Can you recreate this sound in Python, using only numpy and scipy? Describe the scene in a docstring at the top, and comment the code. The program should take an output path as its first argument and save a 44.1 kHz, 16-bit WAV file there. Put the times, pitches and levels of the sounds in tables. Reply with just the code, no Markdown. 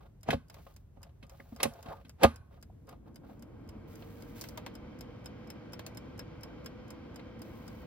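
"""Over the low rumble of a parked van, an air fryer's clockwork timer ticks about four times a second throughout.
From the start a hand rubs and squeaks on the plastic shell, clothing swishes, and the fryer is knocked three times.
At the last knock its fan spins up into a rush of air; later, fingers turn the timer dial: it clicks and ticks faster.
Knocks and ticks are short noise bursts and dying tones; rubbing, air and rumble are noise shaped in pitch and time."""
import sys
import numpy as np
from scipy import signal
from scipy.fft import rfft, irfft
from scipy.io import wavfile
from scipy.ndimage import uniform_filter1d

SR = 44100
rng = np.random.default_rng(int(sys.argv[2]) if len(sys.argv) > 2 else 0)


def dump(signal):
    """Clip the signal to [-1, 1] and save it as 16-bit WAV at the path in sys.argv[1]."""
    limited = np.clip(np.atleast_2d(signal).T, -1, 1)
    pcm = np.round(limited * 32767).astype(np.int16)
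    wavfile.write(sys.argv[1], SR, pcm)


N = 347022
FREQS = np.fft.rfftfreq(N, 1 / SR)
TIME = np.arange(N) / SR
RING_TIME = np.arange(SR * 3 // 4) / SR

# ringing tones of the plastic shell: [f/Hz, level/dB, time to fall by 60 dB/s]
SHELL_MODES = [(382, -8, 0.06), (476, -1.5, 0.069), (552.8, 5, 0.07), (685, 6.5, 0.037), (755, 1, 0.04),
               (843, -6.5, 0.091), (907, -10.5, 0.06), (1080, -1.5, 0.042), (1209, -7.5, 0.11),
               (1410, -10, 0.055), (1540, -11.5, 0.04)]
# sound colour of a hard contact: [f/Hz, level/dB]
CRACK_COLOUR = [(200, 0), (700, -0.5), (1700, 3.5), (3200, 2), (4400, -3.5), (6200, -14.5), (8000, -21),
                (11000, -14), (16000, -24)]
# sound colour of loose parts clattering: [f/Hz, level/dB]
CLATTER_COLOUR = [(30, -22.5), (100, -8.5), (330, -8), (700, -5), (1100, -16), (1800, -20.5), (4000, -30.5),
                  (9000, -49.5)]
# sound colour of a timer tick: [f/Hz, level/dB]
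TICK_COLOUR = [(1400, -12.5), (2200, -10), (3900, -14), (5000, 0), (6000, -0.5), (8800, -0.5), (9900, -9.5),
               (10800, 1.5), (15000, -1.5), (16500, -13)]
SHELL_RISE_S = 0.001  # how fast the shell takes up a blow


def amp(db):
    """Turns decibels into a gain."""
    return 10 ** (np.asarray(db) / 20)


def unit(x):
    """Scales a signal to an average strength (rms) of 1."""
    return x / np.sqrt(np.mean(x ** 2) + 1e-20)


def at_hz(points, hz):
    """Reads a spectrum between its points, on a log-frequency axis."""
    f, value = np.transpose(points)
    return np.interp(np.log(hz + 1), np.log(f + 1), value)


def at_time(points, t):
    """Reads a curve in time between its points."""
    return np.interp(t, *np.transpose(points))


def add(mix, s, sound):
    """Mixes a sound in at time s, cutting off what runs past the end."""
    start = max(round(s * SR), 0)
    part = mix[:, start:][:, :sound.shape[-1]]
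    part += sound[..., :part.shape[1]]


def wander(rate_hz):
    """Slow random movement of rms 1: noise with its fast changes filtered away."""
    spectrum = rfft(rng.standard_normal(N))
    return unit(irfft(spectrum * np.exp(-(FREQS / rate_hz) ** 2), N))


def tint(x, spectrum):
    """Filters a signal to give it a sound colour, at rms 1."""
    size = x.shape[-1]
    gain = amp(at_hz(spectrum, np.fft.rfftfreq(size, 1 / SR)))
    return unit(irfft(rfft(x) * gain, size))


def burst(spectrum, t60, rise, tail_db, tail_t60):
    """Dense resonances and close reflections of one contact: fading noise with a weak longer tail."""
    t = RING_TIME[:SR // 3]
    fade = amp(-60 * t / t60)
    tail = amp(tail_db - 60 * t / tail_t60)
    envelope = (fade + tail) * (1 - np.exp(-t / rise))
    return tint(rng.standard_normal((2, len(t))), spectrum) * envelope


def ring(modes, rise, scatter):
    """Dying tones start from rest, their reflections at any phase; each blow weights them a little differently."""
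    hz, db, t60 = np.transpose(modes)[:, :, None]
    t = RING_TIME[:int(min(t60.max(), .7) * SR)]
    weight = 1 + scatter * rng.standard_normal((2, len(hz), 1))
    is_reflection = np.arange(2)[:, None, None]  # row 0 is direct, row 1 reflected
    phase = 2 * np.pi * rng.random((2, len(hz), 1)) * is_reflection
    waves = weight * amp(db - 60 * t / t60) * np.sin(2 * np.pi * hz * t + phase)
    level = np.sqrt(2) / np.linalg.norm(amp(db))
    return waves.sum(1) * level * (1 - np.exp(-t / rise))


def reflect(x, strength):
    """Close surfaces return the sound within a few milliseconds and comb its spectrum."""
    # reflections from the table, windows and seats: [delay/s, gain]
    echoes = [(.0019, 0.99), (.0043, 0.08), (.0066, 0.33), (0.0136, -.2), (0.0191, 0.14)]
    out = x.copy()
    for delay, gain in echoes:
        add(out, delay, strength * gain * x)
    return out / np.sqrt(1 + sum((strength * gain) ** 2 for _, gain in echoes))


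def ports(pair, lead, width_db):
    """Two microphone ports: direct sound leads in phase at one (lead > 0: left), reflections differ between them."""
    # stereo width: [f/Hz, side minus mid level/dB]
    width = [(100, -16), (220, -7.5), (380, 2.5), (700, -2), (1300, -4), (2400, 2), (4400, 1), (8000, 11.5),
             (12000, -7), (16000, -24.5)]
    direct, diffuse = rfft(pair)
    lead = np.clip(lead, -1, 1)
    difference = 1j * lead * direct + np.sqrt(1 - lead ** 2) * diffuse  # 1j is a quarter-cycle shift
    side = amp(at_hz(width, FREQS) + width_db) * difference
    return irfft(np.array([direct + side, direct - side]), N)


def cabin():
    """Uneven low rumble of the parked van with a faint hiss: shaped noise whose level sways."""
    # sound colour of the rumble: [f/Hz, level per Hz/dB]
    rumble_colour = [(20, -21), (42, 6), (75, 7), (140, 0.5), (260, -12.5), (600, -23), (1300, -32.5),
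                     (2500, -40.5), (8000, -52), (14500, -45.5), (16000, -53.5)]
    rumble = tint(rng.standard_normal((2, N)), rumble_colour)
    sway = amp(0.82 * wander(5.8))
    return ports(amp(-56.0) * rumble * sway, lead=0, width_db=-1.0)


def strokes(rows, rise, t60):
    """Level of a series of sliding movements: each gathers speed, holds and dies away."""
    power = np.zeros(N)
    for s, length, db in rows:
        t = TIME - s
        attack = np.clip(t / rise, 0, 1)
        fade = amp(db - 60 * np.maximum(t - length, 0) / t60)
        power += (attack * fade) ** 2
    return np.sqrt(power)


def friction(spectrum, level, grain_db, grain_hz):
    """Sliding contact: hiss broken into small catches."""
    grain = amp(grain_db * wander(grain_hz))
    return tint(rng.standard_normal((2, N)) * grain, spectrum) * level


def struck_at(spot_hz):
    """Shell tones as one spot excites them: those near its favoured frequency ring louder."""
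    lift_db, reach_octaves = 8.5, 0.19
    modes = []
    for hz, db, t60 in SHELL_MODES:
        octaves_away = np.log2(hz / spot_hz)
        lift = lift_db * np.exp(-(octaves_away / reach_octaves) ** 2)
        modes.append((hz, db + lift, t60))
    return modes


def catches():
    """A fingertip snags and lets go, flicking a different spot of the shell each time."""
    # snags as the hand shifts its grip: [t/s, level/dB]
    snags = [(.566, -51.5), (.584, -52), (.666, -48.5), (.708, -58), (1.066, -59), (1.092, -59),
             (1.318, -59), (1.347, -58), (1.472, -70), (1.755, -54.5), (1.79, -49), (1.967, -52.5),
             (2.011, -55), (2.558, -64), (2.888, -53.5), (2.926, -50.5)]
    out = np.zeros((2, N))
    for s, db in snags:
        spot_hz = rng.uniform(550, 1200)
        add(out, s, amp(db) * ring(struck_at(spot_hz), rise=SHELL_RISE_S, scatter=0.51))
        flick = burst(CRACK_COLOUR, t60=0.035, rise=0.0012, tail_db=-13, tail_t60=0.17)
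        add(out, s, amp(db - 11.5) * flick)
    return out


def handling():
    """Skin catches on the plastic in separate slips that ring the shell; cloth slides on cloth."""
    # strokes of the hand on the shell: [t/s, length/s, relative level/dB]
    rubs = [(0, 0.057, -55), (.5, 0.1, -57), (.66, 0.065, -62.5), (1.0, 0.069, -60), (1.23, 0.26, -63.5),
            (1.55, 0.46, -53.5), (1.85, 0.071, -43.5), (2.2, 0.03, -44.5), (2.5, 0.074, -56),
            (2.87, 0.068, -51), (3.05, 0.027, -57), (3.23, 0.086, -54)]
    # swishes of clothing as the arm moves: [t/s, length/s, level/dB]
    swishes = [(.52, 0.19, -71.5), (1.29, 0.65, -72.5), (3.26, 0.069, -76), (3.87, 0.58, -67),
               (4.35, 0.07, -56.5), (7.41, 0.4, -69.5)]
    # sound colour of the rubbing hand: [f/Hz, level/dB]
    rubbing_colour = [(150, -3), (400, 1.5), (650, -3.5), (1150, -12), (4000, -18.5), (7500, -37),
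                      (15000, -26.5)]
    # sound colour of the clothing: [f/Hz, level/dB]
    cloth_colour = [(500, -14), (1500, 5.5), (4500, 2), (8000, -7), (11000, -4), (13500, 3.5)]
    slips_per_s = 380  # on average
    rub = strokes(rubs, rise=0.014, t60=0.14)
    hand = reflect(friction(rubbing_colour, rub, grain_db=3.5, grain_hz=70), strength=0.17)
    slip_now = rng.random(N) < slips_per_s / SR
    slips = slip_now * rng.standard_normal((2, N)) * amp(2.5 * wander(25))
    shell = signal.oaconvolve(slips, ring(SHELL_MODES, rise=.001, scatter=.1), axes=1)[:, :N]
    shell = tint(shell, [(400, -9), (700, 0), (2000, 2)])  # (f/Hz, level/dB)
    swish = strokes(swishes, rise=0.017, t60=0.45)
    cloth = friction(cloth_colour, swish, grain_db=2.0, grain_hz=152)
    mix = amp(-12) * hand + amp(-6) * shell * rub + catches() + cloth
    return ports(mix, lead=-0.46, width_db=-3.5)


def squeaks():
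    """A fingertip sticks and slips in a short run of cycles, heard as a tone with unsteady pitch."""
    # fingertips squeaking on the plastic: [t/s, f/Hz, relative level/dB, length/s]
    squeak_list = [(1.399, 1810, -46, 0.0089), (1.926, 875, -39, 0.02), (2.696, 758, -51.5, 0.012),
                   (2.907, 715, -56.5, 0.053), (3.066, 798, -59.5, 0.021)]
    out = np.zeros((2, N))
    for s, hz, db, length in squeak_list:
        size = int(length * SR)
        jitter = unit(uniform_filter1d(rng.standard_normal(size), 90))
        turns = np.cumsum(hz * (1 + 0.11 * jitter)) / SR
        add(out, s, amp(db + 1.5) * np.hanning(size) * np.sin(2 * np.pi * turns))
    return reflect(out, strength=0.39)


def fan_speed(t):
    """Share of full speed: the motor pulls steadily against air drag that grows with speed squared."""
    switch_on_s, run_up_s = 2.25, 1.155
    return np.tanh(np.maximum(t - switch_on_s, 0) / run_up_s)


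def fan():
    """Turbulent air grows with fan speed, the treble fastest, and is coloured by the duct."""
    # air through the fryer at full speed, before the duct: [f/Hz, level per Hz/dB]
    air_colour = [(25, -22.5), (50, 0), (110, 1), (330, 1), (390, -11), (460, -3.5), (700, -12.5),
                  (1100, -14.5), (1850, -21), (3200, -30.5), (5000, -34.5), (7500, -53.5), (15000, -108)]
    # resonances of the duct: [f/Hz, width/Hz, lift/dB]
    duct = [(224.2, 23, 6.5), (1060, 43, 2.5), (1567, 70, 5), (1754, 81, -9), (2270, 225, 5.5),
            (3140, 190, 8.5)]
    noise = rng.standard_normal((2, N))
    hz, t, air = signal.stft(noise, SR, nperseg=4096, noverlap=3072)
    lift_db = sum(db / (1 + (2 * (hz - f) / width) ** 2) for f, width, db in duct)
    colour = unit(amp(at_hz(air_colour, hz) + lift_db))[:, None]
    speed_powers = [(100, 1.3), (300, 1.6), (1000, 3.2), (3000, 6.1)]  # (f/Hz, power of speed)
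    gain = colour * fan_speed(t) ** at_hz(speed_powers, hz)[:, None]
    air = signal.istft(air * gain, nperseg=4096, noverlap=3072)[1][:, :N]
    flutter_db = .5 * wander(22)
    return ports(air * amp(-49.5 + flutter_db), lead=0.38, width_db=-2.0)


def fan_tones():
    """Shaft and blades sing thin tones that only carry near full speed."""
    # fan tones: [multiple of the shaft speed, relative level/dB]
    orders = [(2, -59), (9, -62)]
    blade_hz = 501.5 * fan_speed(TIME)  # rate of passing blades
    shaft_hz = blade_hz / 9  # nine blades
    turns = np.cumsum(shaft_hz * (1 + .001 * wander(7))) / SR
    tones = 0
    for order, db in orders:
        tones = tones + amp(db + 1.3 * wander(4)) * np.sin(2 * np.pi * order * turns)
    fade_in = np.clip((blade_hz - 415) / 18, 0, 1)
    return np.sqrt(2) * tones * fade_in * amp([[-.7], [.7]])  # slightly louder on the right


def beats():
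    """Ticks as (s, drive 0-1, pallet 0 or 1): steady when left alone, faster, harder and uneven under torque."""
    # torque of the fingers on the timer dial: [t/s, share 0-1]
    torque_curve = [(4.434, 0), (5.537, .811), (6.283, 1), (6.888, .318), (7.159, .161)]
    beat_s, limp_s = .26598, .00094  # free beat; limp lengthens one beat and shortens the next
    hurry_s, skew_s = .039, .015  # full torque shortens the beat and throws it out of step
    full_drive = 0.55  # share of torque at which a tick gets no louder
    s, tock = .2315, 0  # first tick
    while s < N / SR:
        torque = at_time(torque_curve, s)
        yield s, min(torque / full_drive, 1), tock
        limp = limp_s - skew_s * torque ** 4
        s += beat_s - hurry_s * torque + (-limp if tock else limp)
        tock = 1 - tock


def snap(click, db, ring_db, drive):
    """One snap of steel in the timer: its click, then a few uneven bounces that ring the small parts, higher under load."""
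    # ringing tones of the small parts: [f/Hz, level/dB, time to fall by 60 dB/s]
    clockwork = [(1416, -3, 0.031), (2983, -10, 0.04), (4988, 2.5, 0.044), (5100, -1.5, 0.028),
                 (7300, -8, 0.022), (12730, -8.5, 0.015)]
    gap_s, loss_db = .0026, -6.5  # typical gap between bounces, change at each bounce
    load_sharpens, seating = .03, .007  # shares of pitch: rise under full drive, random shift per bounce
    out = np.zeros((2, len(RING_TIME)))
    add(out, 0, amp(db) * click)
    s = 0
    for bounce in range(3):
        hit_db = db + loss_db * bounce + rng.uniform(-1.974, 2.8)
        tuning = 1 + load_sharpens * drive + seating * rng.standard_normal(len(clockwork))
        modes = [(hz * shift, level, t60) for (hz, level, t60), shift in zip(clockwork, tuning)]
        contact = burst(TICK_COLOUR, t60=.008, rise=.0002, tail_db=-26, tail_t60=.14)
        add(out, s, amp(hit_db + 4) * contact)
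        add(out, s, amp(hit_db + ring_db) * ring(modes, rise=.0004, scatter=.25))
        s += gap_s * rng.uniform(0.44, 1.5)
    return out


def timer():
    """The escapement clicks faintly as it lets go, then ticks; the dial adds ratchet clicks that knock on the front panel."""
    # fingers and dial ratchet: [t/s, metal snap relative level/dB, plastic knock level/dB, panel level/dB]
    dial = [(0.542, -60.5, -54, -51), (1.736, -63, -73, -53), (4.022, -80, -51.5, -53),
            (4.411, -44.5, -52.5, -62), (4.417, -47.5, -52, -65), (4.439, -53, -44.5, -61),
            (4.487, -51, -61, -57), (4.5745, -50.5, -41.5, -33), (4.663, -53, -41, -41),
            (5.793, -55, -44, -69), (5.864, -48, -45, -57), (7.194, -82, -51.5, -52)]
    # sound colour of the dial's knob and housing: [f/Hz, level/dB]
    knob_colour = [(300, -15.5), (650, 5), (950, -2.5), (1400, -2), (2300, -4.5), (4200, -9), (6000, -29),
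                   (15000, -39.5)]
    # sound colour of the ratchet's pawl snapping: [f/Hz, level/dB]
    pawl_colour = [(1500, -54), (4500, 7.5), (9000, -3), (13000, 3), (15000, 3.5), (16500, -14)]
    # ringing tones of the front panel: [f/Hz, level/dB, time to fall by 60 dB/s]
    panel = [(606, 6.5, 0.067), (787, 9.5, 0.053), (926, 15, 0.028), (1227, 1.5, 0.053)]
    release_s = (.021, .012)  # typical time from letting go to the tick, for each pallet
    out = np.zeros((2, N))
    click = burst(TICK_COLOUR, t60=.028, rise=.0004, tail_db=-32, tail_t60=.08)
    for s, drive, tock in beats():  # the two pallets alternate; the second hits the case harder
        db = -45 + 7 * drive + rng.uniform(-1.6, 1.6)  # no two teeth are alike
        force_db = .5 * (db + 47.5) + 3 * tock  # a harder tick rings the works and the case more
        release_at = s - release_s[tock] * rng.uniform(.8, 1.4)
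        release_db = db - 29 + rng.uniform(-2.3, 2.2)
        add(out, release_at, snap(click, release_db, ring_db=0, drive=drive))
        add(out, s, snap(click, db - 13.5, ring_db=-3.5 + 1.26 * force_db, drive=drive))
        case = burst(knob_colour, t60=.06, rise=.0005, tail_db=-28, tail_t60=.12)
        add(out, s, amp(db - 16.5 + force_db) * case)
    for s, metal_db, plastic_db, panel_db in dial:
        metal = burst(pawl_colour, t60=0.023, rise=0.00041, tail_db=-19.5, tail_t60=0.13)
        plastic = burst(knob_colour, t60=0.049, rise=.0006, tail_db=-20.0, tail_t60=0.3)
        add(out, s, amp(metal_db + 5.0) * metal)
        add(out, s, amp(plastic_db) * plastic)
        add(out, s + .002, amp(panel_db) * ring(panel, rise=.002, scatter=.1))
    return ports(reflect(out, strength=.3), lead=0.29, width_db=-2.0)


def lead_in(grow_t60):
    """Parts scrape and take up their slack in the moments before they strike: fading noise played backwards."""
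    t = RING_TIME[:SR // 12]
    noise = tint(rng.standard_normal((2, len(t))), CLATTER_COLOUR)
    return (noise * amp(-60 * t / grow_t60))[:, ::-1]


def rattle(t60, mode_t60):
    """The loose basket keeps jittering against its housing, which excites and damps its tones at once."""
    # ringing tones of the metal basket: [f/Hz, level/dB]
    basket = [(1104, 0), (1260, -5), (1502, -1), (2470, -15), (4113, -20), (10930, -18)]
    t = RING_TIME[:SR // 2]
    modes = ring([(hz, db, mode_t60) for hz, db in basket], rise=.001, scatter=0)
    jitter = rng.standard_normal((2, len(t)))
    buzz = signal.fftconvolve(jitter, modes, axes=1)[:, :len(t)]
    return unit(buzz) * amp(-60 * t / t60)


def knocks():
    """Each knock cracks, rings the shell and the basket inside it, and shakes the whole fryer; heavy ones thud on the support."""
    # blows: [t/s, shell relative level/dB, crack relative level/dB, body thump level/dB, spot's favoured f/Hz]
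    blows = [(0.2879, -23.5, -43, -25.5, 757), (0.304, -42, -26.5, -53, 1220), (0.33, -23, -37, -40, 600),
             (0.341, -45, -68, -31, 560), (0.972, -53.5, -90, -50, 750), (1.227, -55, -51.5, -51.5, 1080),
             (1.398, -50, -58, -49.5, 1390), (1.523, -51.5, -73, -38.5, 408),
             (1.601, -36.5, -36, -48, 1120), (1.632, -26, -27, -41, 820), (1.653, -24.5, -41.5, -27.5, 546),
             (1.859, -48, -52, -44.5, 1110), (1.884, -45, -52.5, -42.5, 640),
             (2.048, -70.5, -56.5, -51, 910), (2.065, -61, -68, -48.5, 400), (2.2327, -17, -19, -42, 1450),
             (2.24, -13, -29, -29, 1050), (2.244, -9.5, -41, -21, 754)]
    # ringing tones of the fryer's whole body: [f/Hz, level/dB, time to fall by 60 dB/s]
    body = [(111, 1, 0.07), (152, 2.5, 0.15), (227.6, 5.5, 0.12), (255.4, 0, 0.15)]
    # stiff ribs and corners of the shell: [f/Hz, level/dB, time to fall by 60 dB/s]
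    ribs = [(1858, -0.5, 0.064), (2230, 4.5, 0.035), (2494, 2, .045), (3290, 0, 0.032), (3610, 2, 0.02),
            (4000, -2.5, 0.055)]
    # the fryer's weight drops on its support and rocks back: [t/s, level/dB]
    landings = [(0.292, -36), (.339, -29), (2.244, -19), (2.335, -42), (2.399, -42.5)]
    # ringing tones of the support: [f/Hz, level/dB, time to fall by 60 dB/s]
    support = [(76.7, 2.5, .14), (97, 3.5, 0.1)]
    # basket clinking against its housing at the hard knocks: [t/s, level/dB]
    clinks = [(0.3035, -54), (1.63, -18), (2.2324, -23)]
    # sound colour of the clinks: [f/Hz, level/dB]
    steel_colour = [(2500, -4), (5300, -5), (7300, -10.5), (10200, -3), (13000, -6.5), (15500, -19.5)]
    out = np.zeros((2, N))
    for s, shell_db, crack_db, thump_db, spot_hz in blows:
        scrape = lead_in(grow_t60=0.07)
        add(out, s - scrape.shape[1] / SR, amp(shell_db - 14) * scrape)
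        shell = ring(struck_at(spot_hz), rise=SHELL_RISE_S, scatter=0.24)
        add(out, s, amp(shell_db + 1.5) * shell)
        clatter = burst(CLATTER_COLOUR, t60=.05, rise=.0013, tail_db=-33, tail_t60=.45)
        add(out, s, amp(shell_db - 8) * clatter)
        add(out, s, amp(shell_db - 40) * rattle(t60=.46, mode_t60=.03))
        crack = burst(CRACK_COLOUR, t60=0.05, rise=0.0015, tail_db=-22.0, tail_t60=0.22)
        add(out, s, amp(crack_db - 1.0) * reflect(crack, strength=1.0))
        add(out, s, amp(crack_db - 5) * ring(ribs, rise=.0008, scatter=.25))
        add(out, s, amp(thump_db) * ring(body, rise=0.0018, scatter=0.32))
    for s, db in landings:
        add(out, s, amp(db) * ring(support, rise=0.0054, scatter=.05))
    for s, db in clinks:
        clink = burst(steel_colour, t60=0.032, rise=0.0016, tail_db=-30.0, tail_t60=0.22)
        add(out, s, amp(db) * reflect(clink, strength=0.23))
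    return ports(out, lead=-0.59, width_db=-2.5) * amp([[-.5], [.5]])  # slightly louder on the right


def scene():
    """All sources at the two microphone ports."""
    background = cabin() + handling() + squeaks()
    return background + fan() + fan_tones() + timer() + knocks()


def record(dry):
    """The microphone's bass roll-off and the recorder's band limit."""
    bass_hz, edge_hz = 35, 16100
    dry = signal.sosfilt(signal.butter(4, bass_hz, "high", fs=SR, output="sos"), dry)
    band_limit = signal.firwin(255, edge_hz, window=("kaiser", 9), fs=SR)
    return signal.oaconvolve(dry, band_limit[None], "same")


dry = scene()
out = record(dry)
dump(out)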